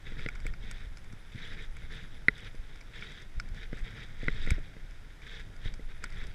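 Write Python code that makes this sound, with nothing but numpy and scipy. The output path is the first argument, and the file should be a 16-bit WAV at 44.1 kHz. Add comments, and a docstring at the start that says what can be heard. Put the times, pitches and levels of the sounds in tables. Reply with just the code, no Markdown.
"""A mountain bike is moved slowly over dry leaves in a wood, heard from a body-worn camera in a plastic case.
From the start the wood hisses faintly and the swaying mount rumbles. The tyres then crush leaves in
short swishes, the frame knocks, twigs snap and the chain ticks; these impacts ring the case near 2 kHz.
A faint high flutter enters at 1 s, and the hardest knock falls at 2.3 s. A long push ends in knocks,
snaps and a jolt around 4.5 s, and the flutter returns under the last swishes."""
import sys
import numpy as np
from scipy import signal
from scipy.fft import rfft, irfft, next_fast_len
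from scipy.io import wavfile
from scipy.ndimage import uniform_filter1d, map_coordinates

SR = 44100
rng = np.random.default_rng(int(sys.argv[2]) if len(sys.argv) > 2 else 0)


def unload_audio(sound):
    """Save the sound as a 16-bit wav file, at the path given as the first command line argument."""
    columns = np.transpose(np.atleast_2d(sound))
    # keep every value between -1 and 1, then stretch to whole-number steps
    steps = np.round(np.clip(columns, -1, 1) * 32767)
    wavfile.write(sys.argv[1], SR, steps.astype(np.int16))


N = 279990


def amp(db):
    return 10 ** (np.asarray(db) / 20)


def unit_rms(x):
    return x / np.sqrt(np.mean(x ** 2) + 1e-20)


def unit_peak(x):
    return x / np.abs(x).max()


def along(points, hz):
    """Interpolation of (frequency_hz, value) points on a logarithmic frequency axis."""
    point_hz, values = np.transpose(points)
    return np.interp(np.log(hz + 1), np.log(point_hz + 1), values)


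def wobble(rate_hz):
    """Slow random modulation: a spline through rate_hz Gaussian values a second."""
    knots = rng.standard_normal(int(N * rate_hz / SR) + 4)
    return map_coordinates(knots, [np.arange(N) * rate_hz / SR])


def filtered(x, response):
    """Linear filtering: the spectrum of x is multiplied by a frequency response."""
    size = next_fast_len(N + SR // 2)
    return irfft(rfft(x, size) * response(np.fft.rfftfreq(size, 1 / SR)), size)[:N]


def coloured(x, spectrum):
    """Spectral shaping by (frequency_hz, level_db) points, scaled to rms 1."""
    return unit_rms(filtered(x, lambda hz: amp(along(spectrum, hz))))


def patchy(x, depth_db):
    """Modulation in time and frequency: small random patches stand out or sink back."""
    spectra = signal.stft(x, nperseg=256)[2]
    field = rng.standard_normal(spectra.shape)
    for axis in (0, 1):
        field = uniform_filter1d(field, size=4, axis=axis)
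    return signal.istft(spectra * amp(depth_db * unit_rms(field)), nperseg=256)[1][:N]


def noise_burst(envelope, gain_db):
    """Causality: a burst passes a minimum-phase filter, so nothing precedes its attack. Peak 1."""
    burst = envelope * rng.standard_normal(len(envelope))
    cepstrum = irfft(np.log(amp(gain_db)))
    half = len(cepstrum) // 2
    cepstrum[1:half] *= 2
    cepstrum[half + 1:] = 0
    return unit_peak(irfft(rfft(burst) * np.exp(rfft(cepstrum))))


def ring(modes, t, attack_s, scatter_db, tilt_db=0):
    """Modal vibration: damped sines build up over the contact, at new strengths each blow. Peak 1."""
    hz, db, t60 = np.transpose(modes)[:, :, None]
    strength = amp(db + tilt_db * np.log2(hz / hz[0]) + scatter_db * rng.standard_normal(db.shape))
    waves = strength * np.exp(-np.log(1000) * t / t60) * np.sin(2 * np.pi * hz * t)
    return unit_peak(waves.sum(0) * (1 - np.exp(-(t / attack_s) ** 2)))


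def add(track, start_s, sound):
    part = track[round(start_s * SR):][:len(sound)]
    part += sound[:len(part)]


# background spectrum: frequency_hz, level_db
WOOD_SPECTRUM = [(150, -11.5), (300, 3.5), (420, -2), (600, -2.5), (800, -3), (1180, -5), (1430, 1.5),
                 (2200, -2), (2800, -9), (3700, -8), (4200, -15), (5000, -11), (7000, -17.5), (11000, -22),
                 (15000, -30.5)]

def wood_hiss():
    """Stationary noise: the wood hisses faintly with a constant spectrum."""
    return amp(-60.5) * coloured(rng.standard_normal(N), WOOD_SPECTRUM)


# sway of the camera: time_s, level_db
SWAY = [(0.0, -46), (0.1, -33.5), (0.32, -37), (0.49, -31.5), (1.17, -44), (1.77, -38), (3.32, -46),
        (3.38, -37), (3.62, -38), (4.1, -41.5), (4.28, -29), (4.37, -34.5), (4.54, -25.5), (4.69, -43),
        (5.6, -41.5), (5.66, -31.5), (5.76, -39), (6.35, -36.5)]
# spectra of the mount's rumble and the strap's friction: frequency_hz, level_db
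RUMBLE_SPECTRUM = [(6, -24.5), (13, 8.5), (20, 2.5), (30, -0.5), (48, -12), (70, -12.5), (100, -25.5),
                   (200, -29.5), (500, -83)]
RUB_SPECTRUM = [(50, -40), (100, 7), (150, -2), (220, -6.5), (320, -15), (480, -16.5), (800, -23.5),
                (2000, -63)]
# soft jolts of the mount: centre_s, peak_db, pitch_hz
JOLTS = [(0.509, -26.5, 20), (0.873, -33, 29), (1.135, -39.5, 129), (1.35, -36, 99), (1.359, -33.5, 101),
         (1.845, -35, 34), (2.598, -34, 29.8), (3.38, -30, 27.5), (3.519, -33, 35), (3.831, -30, 25),
         (4.5155, -31.5, 182), (4.5204, -17, 52.4), (4.5818, -37.5, 266), (4.585, -37.5, 267),
         (5.659, -28.5, 71)]

def mount(push):
    """Structure-borne sound: the mount rumbles and jolts; its friction grows with sway and push."""
    t = np.arange(N) / SR
    sway_db = np.interp(t, *np.transpose(SWAY))
    out = amp(sway_db - .5) * coloured(rng.standard_normal(N), RUMBLE_SPECTRUM)
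    usual_sway_db = -40
    sway_rub = amp(-58 + .47 * (sway_db - usual_sway_db))
    rubbing = np.hypot(sway_rub, amp(-6) * push)  # independent noises add in power
    out += rubbing * amp(3.1 * wobble(25)) * coloured(rng.standard_normal(N), RUB_SPECTRUM)
    for centre_s, peak_db, pitch_hz in JOLTS:
        phase = 2 * np.pi * pitch_hz * (t - centre_s)
        out += amp(peak_db) * unit_peak(phase / (1 + phase ** 2 / 4) ** 3)  # one swing each way, no ring
    return out


# pushes of the tyres through the leaves: start_s, length_s, level_db, rise_db, upper_band_gain_db
PUSHES = [(0.066, 0.14, -54.5, -7.5, -5), (0.184, .07, -50, 0.5, -2.5), (0.272, 0.16, -56, -7, -8),
          (0.45, 0.028, -51.5, 6, -4), (0.638, .145, -54.5, -0.5, -2), (0.804, 0.07, -58.5, -2, -2),
          (1.323, .08, -54.5, 3.5, -2.5), (1.422, 0.12, -50, -3, -1.5), (1.578, .065, -50.5, -1, -5),
          (1.773, .08, -59, -3, -2), (1.918, 0.12, -50, -5.5, -2.5), (2.12, .04, -61, 1.5, 1),
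          (2.316, .16, -54.5, 9, -2.5), (2.696, .08, -62.5, -1, 0.5), (2.944, 0.18, -51, 3, -1.5),
          (3.153, 0.074, -55, 2.5, 0), (3.55, 0.083, -52, 5.5, -1.5), (3.735, 0.064, -52, 0.5, -6.5),
          (3.849, .095, -52.5, -7, -4.5), (3.963, 0.082, -50, 1.5, -3.5), (4.088, 0.068, -58.5, -5, -4),
          (4.19, .33, -49, 5, -3), (4.542, 0.14, -57, -13, -6), (5.223, .05, -58, 1, -1),
          (5.272, 0.14, -50, 0, -2), (5.647, 0.037, -51, -0.5, -0.5), (5.902, 0.06, -61, -8, -5),
          (6.037, .04, -51, -11, -8), (6.129, 0.11, -51, 3.5, -5.5), (6.265, 0.13, -58, 3, -2.5)]

def tyre_pressure():
    """Incoherent addition: pushes add in power to quiet rolling. Gives lower and upper band envelopes."""
    t = np.arange(N) / SR
    attack_s, release_s = .015, .018
    rolling = amp([[-65.5], [-67.5]])  # leaves keep stirring between pushes
    power = rolling ** 2 * np.ones(N)
    for start_s, length_s, level_db, rise_db, upper_band_gain_db in PUSHES:
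        age = t - start_s
        gate = np.exp(np.minimum(age, 0) / attack_s - np.maximum(age - length_s, 0) / release_s)
        held = amp(level_db + rise_db * (np.clip(age / length_s, 0, 1) - .5))
        power += (amp([[0], [upper_band_gain_db]]) * gate * held) ** 2
    litter_clumps = amp(1.16 * wobble(rate_hz=30))
    return np.sqrt(power) * litter_clumps


# spectra of crushed leaves and of a single dry crack: frequency_hz, level_db
SWISH_SPECTRUM = [(150, 0.5), (320, -11.5), (460, -0.5), (580, -22.5), (1100, -16.5), (1420, -4),
                  (1750, 0.5), (2200, 0), (2800, -11.5), (3350, -0.5), (3800, -0.5), (4100, -15),
                  (4900, -13), (7000, -26), (12000, -48)]
CRACK_SPECTRUM = [(300, -17), (1000, -1), (1500, -22.5), (2900, -8), (4100, -10.5), (4850, 1.5), (5700, -2),
                  (6400, -5.5), (7100, -5), (8050, -2.5), (8600, -10), (10000, -10.5), (15000, -33)]

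def leaves(push, upper_push):
    """Shot noise: leaf fractures, denser under more pressure, merge into a swish; a few crackle out."""
    fractures_per_s, crackles_per_s = 1500, 220
    chance = np.clip(fractures_per_s * push / push.mean() / SR, 0, 1)
    fractures = (rng.random(N) < chance) * rng.standard_normal(N) / np.sqrt(chance)
    sliding = amp(-2) * rng.standard_normal(N)  # leaf on leaf
    crumpling = patchy(fractures + sliding, depth_db=2.2)  # each leaf has its own pitch
    swish = coloured(crumpling, SWISH_SPECTRUM)
    upper_band = filtered(swish, lambda hz: along([(2500, 0), (3100, 1)], hz))
    crushing = push * (swish - upper_band) + upper_push * upper_band  # drier leaves give more upper band
    cracks = (rng.random(N) < crackles_per_s / SR) * rng.standard_normal(N)
    crackle = coloured(patchy(cracks, depth_db=3), CRACK_SPECTRUM)
    return amp(1.69) * crushing + amp(-21) * push * crackle


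# knocks of the frame: start_s, thud_db, ring_db, decay_time_ratio, ring_tilt_db_per_octave
KNOCKS = [(0.121, -34.5, -45, 1, 0), (0.2616, -26, -28, .45, -9), (0.4544, -32.5, -47, 1, 0),
          (2.2837, -20, -7, 0.56, 5), (2.546, -39, -65, .9, 0), (3.7296, -27, -35.5, 0.29, 0),
          (4.2318, -29, -50, 1, 3), (4.2824, -21.5, -17, 0.49, -31), (4.474, -27, -31.5, .35, 0),
          (4.766, -40, -49.5, 1, 2), (5.6563, -34.5, -52, .9, 0), (5.795, -35, -48, 1, 0)]
# modes of the mount and of the case under a knock: pitch_hz, level_db, t60_s
MOUNT_MODES = [(153, -3.5, 0.038), (231.5, 1.5, 0.023), (322, -1.5, 0.019), (430, -10.5, 0.048)]
CASE_KNOCK_MODES = [(1530, -6.5, 0.018), (1770, 5, 0.0071), (2007, 11.5, 0.029), (2090, 15, 0.0049),
                    (3820, -19, 0.03), (5350, -16, 0.0055)]
# spectrum of a hard contact: frequency_hz, level_db
CLACK_SPECTRUM = [(600, -55), (1000, -10), (1400, 23), (2900, 5.5), (3500, 2), (4100, 1), (4500, -8),
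                  (5400, -6.5), (6500, -35), (8000, -25), (14000, -64)]

def frame_knocks():
    """Impact excitation: the mount thuds, the case clacks and rings; contact damping shortens the ring."""
    out, t = np.zeros(N), np.arange(2 ** 12) / SR
    hz = np.fft.rfftfreq(len(t), 1 / SR)
    contact = t * np.exp(-t / .0005)
    for start_s, thud_db, ring_db, decay_time_ratio, tilt_db in KNOCKS:
        thud = ring(MOUNT_MODES, t, attack_s=.0014, scatter_db=1)
        damped_modes = np.multiply(CASE_KNOCK_MODES, [1, 1, decay_time_ratio])
        case = ring(damped_modes, t, attack_s=.0009, scatter_db=.5, tilt_db=tilt_db)
        clack = noise_burst(contact, along(CLACK_SPECTRUM, hz))
        add(out, start_s, amp(thud_db) * thud + amp(ring_db) * (case + amp(-6) * clack))
    return out


def small_twigs(twigs_per_s=3):
    """A random point process: small twigs break at independent times. 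Gives rows like those of SNAPS."""
    rows = []
    for when, size, tilt in rng.random((round(twigs_per_s * N / SR), 3)):
        crack_db = -49.5 + 2.5 * (2 * size - 1)
        rows.append((when * N / SR, crack_db, -4, crack_db + 2.5, 12 * tilt))
    return rows


# twig snaps and chain ticks: start_s, crack_db, treble_db_per_octave, ring_db, ring_tilt_db_per_octave
SNAPS = [(0.1933, -47, -18, -33, 11), (0.287, -39.5, -4, -23.5, 9), (.356, -48.5, -6, -38, -3),
         (0.4657, -36.5, 7.5, -28, 20), (.5373, -44.5, -16, -36.5, 5), (0.7116, -35, -0.5, -36.5, 5),
         (0.9712, -42.5, -9, -41.5, 3), (1.767, -48, 5, -40, 16), (2.8112, -44, -25, -43, 37),
         (2.9568, -54, -13, -54, 19), (3.0235, -58, -16, -29.5, 14), (3.3986, -32.5, -8.5, -25.5, -3.5),
         (3.5452, -47, -13, -45, -6), (4.4634, -43.5, -1, -34, 8), (4.5051, -27.5, 2.5, -21.5, 17),
         (5.2191, -56, -2, -43.5, 17), (5.739, -39.5, -7.5, -44, 9), (6.04, -32, -4, -26.5, -10),
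         (6.2686, -43, 1, -48, 0)]
# modes of the case under a snap: pitch_hz, level_db, t60_s
CASE_SNAP_MODES = [(1446, 10, 0.021), (1586, 3, 0.015), (2246, 12, 0.012), (2230, -22, 0.03)]

def snaps_and_ticks():
    """Impulse response: a twig or the chain gives a burst of a few milliseconds, and the case rings."""
    out, t = np.zeros(N), np.arange(2 ** 12) / SR
    hz = np.fft.rfftfreq(len(t), 1 / SR)
    attack = 1 - np.exp(-t / .0008)
    decay = np.exp(-t / .0018) + amp(-27) * np.exp(-t / .008)
    treble_octaves = np.log2(np.maximum(hz / 4500, 1))
    for start_s, crack_db, treble_slope, ring_db, tilt_db in list(SNAPS) + small_twigs():
        crack = noise_burst(attack * decay, along(CRACK_SPECTRUM, hz) + treble_slope * treble_octaves)
        case = ring(CASE_SNAP_MODES, t, attack_s=.0011, scatter_db=1, tilt_db=tilt_db)
        add(out, start_s, amp(crack_db) * crack + amp(ring_db) * case)
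    return out


# spells of high flutter: start_s, end_s, level_db
FLUTTER_SPELLS = [(.97, 2.55, -82.5), (5.55, 6.35, -84)]

def flutter(rate_hz=9.4, fade_s=.1):
    """Amplitude modulation: a narrow band of treble noise pulses faintly and unevenly."""
    t = np.arange(N) / SR
    phase = 2 * np.pi * rate_hz * t + .9 * wobble(5)
    pulsing = np.maximum(0, np.sin(phase) + .7) * amp(1.5 * wobble(14))
    band = coloured(rng.standard_normal(N), [(8800, -30), (10100, 0), (10500, 0), (11600, -30)])
    level = sum(amp(level_db) * np.clip(np.minimum(t - start_s, end_s - t) / fade_s + 1, 0, 1)
                for start_s, end_s, level_db in FLUTTER_SPELLS)
    return level * unit_rms(pulsing * band)


def scene():
    """Superposition: all sources sum at one microphone."""
    push, upper_push = tyre_pressure()
    bike = leaves(push, upper_push) + snaps_and_ticks() + frame_knocks()
    return (bike + mount(push) + wood_hiss() + flutter())[None]


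def record(dry):
    """Band limiting: the camera passes nothing above its cutoff."""
    cutoff_hz = 15250
    return filtered(dry[0], lambda hz: hz < cutoff_hz)[None]


dry = scene()
out = record(dry)
unload_audio(out)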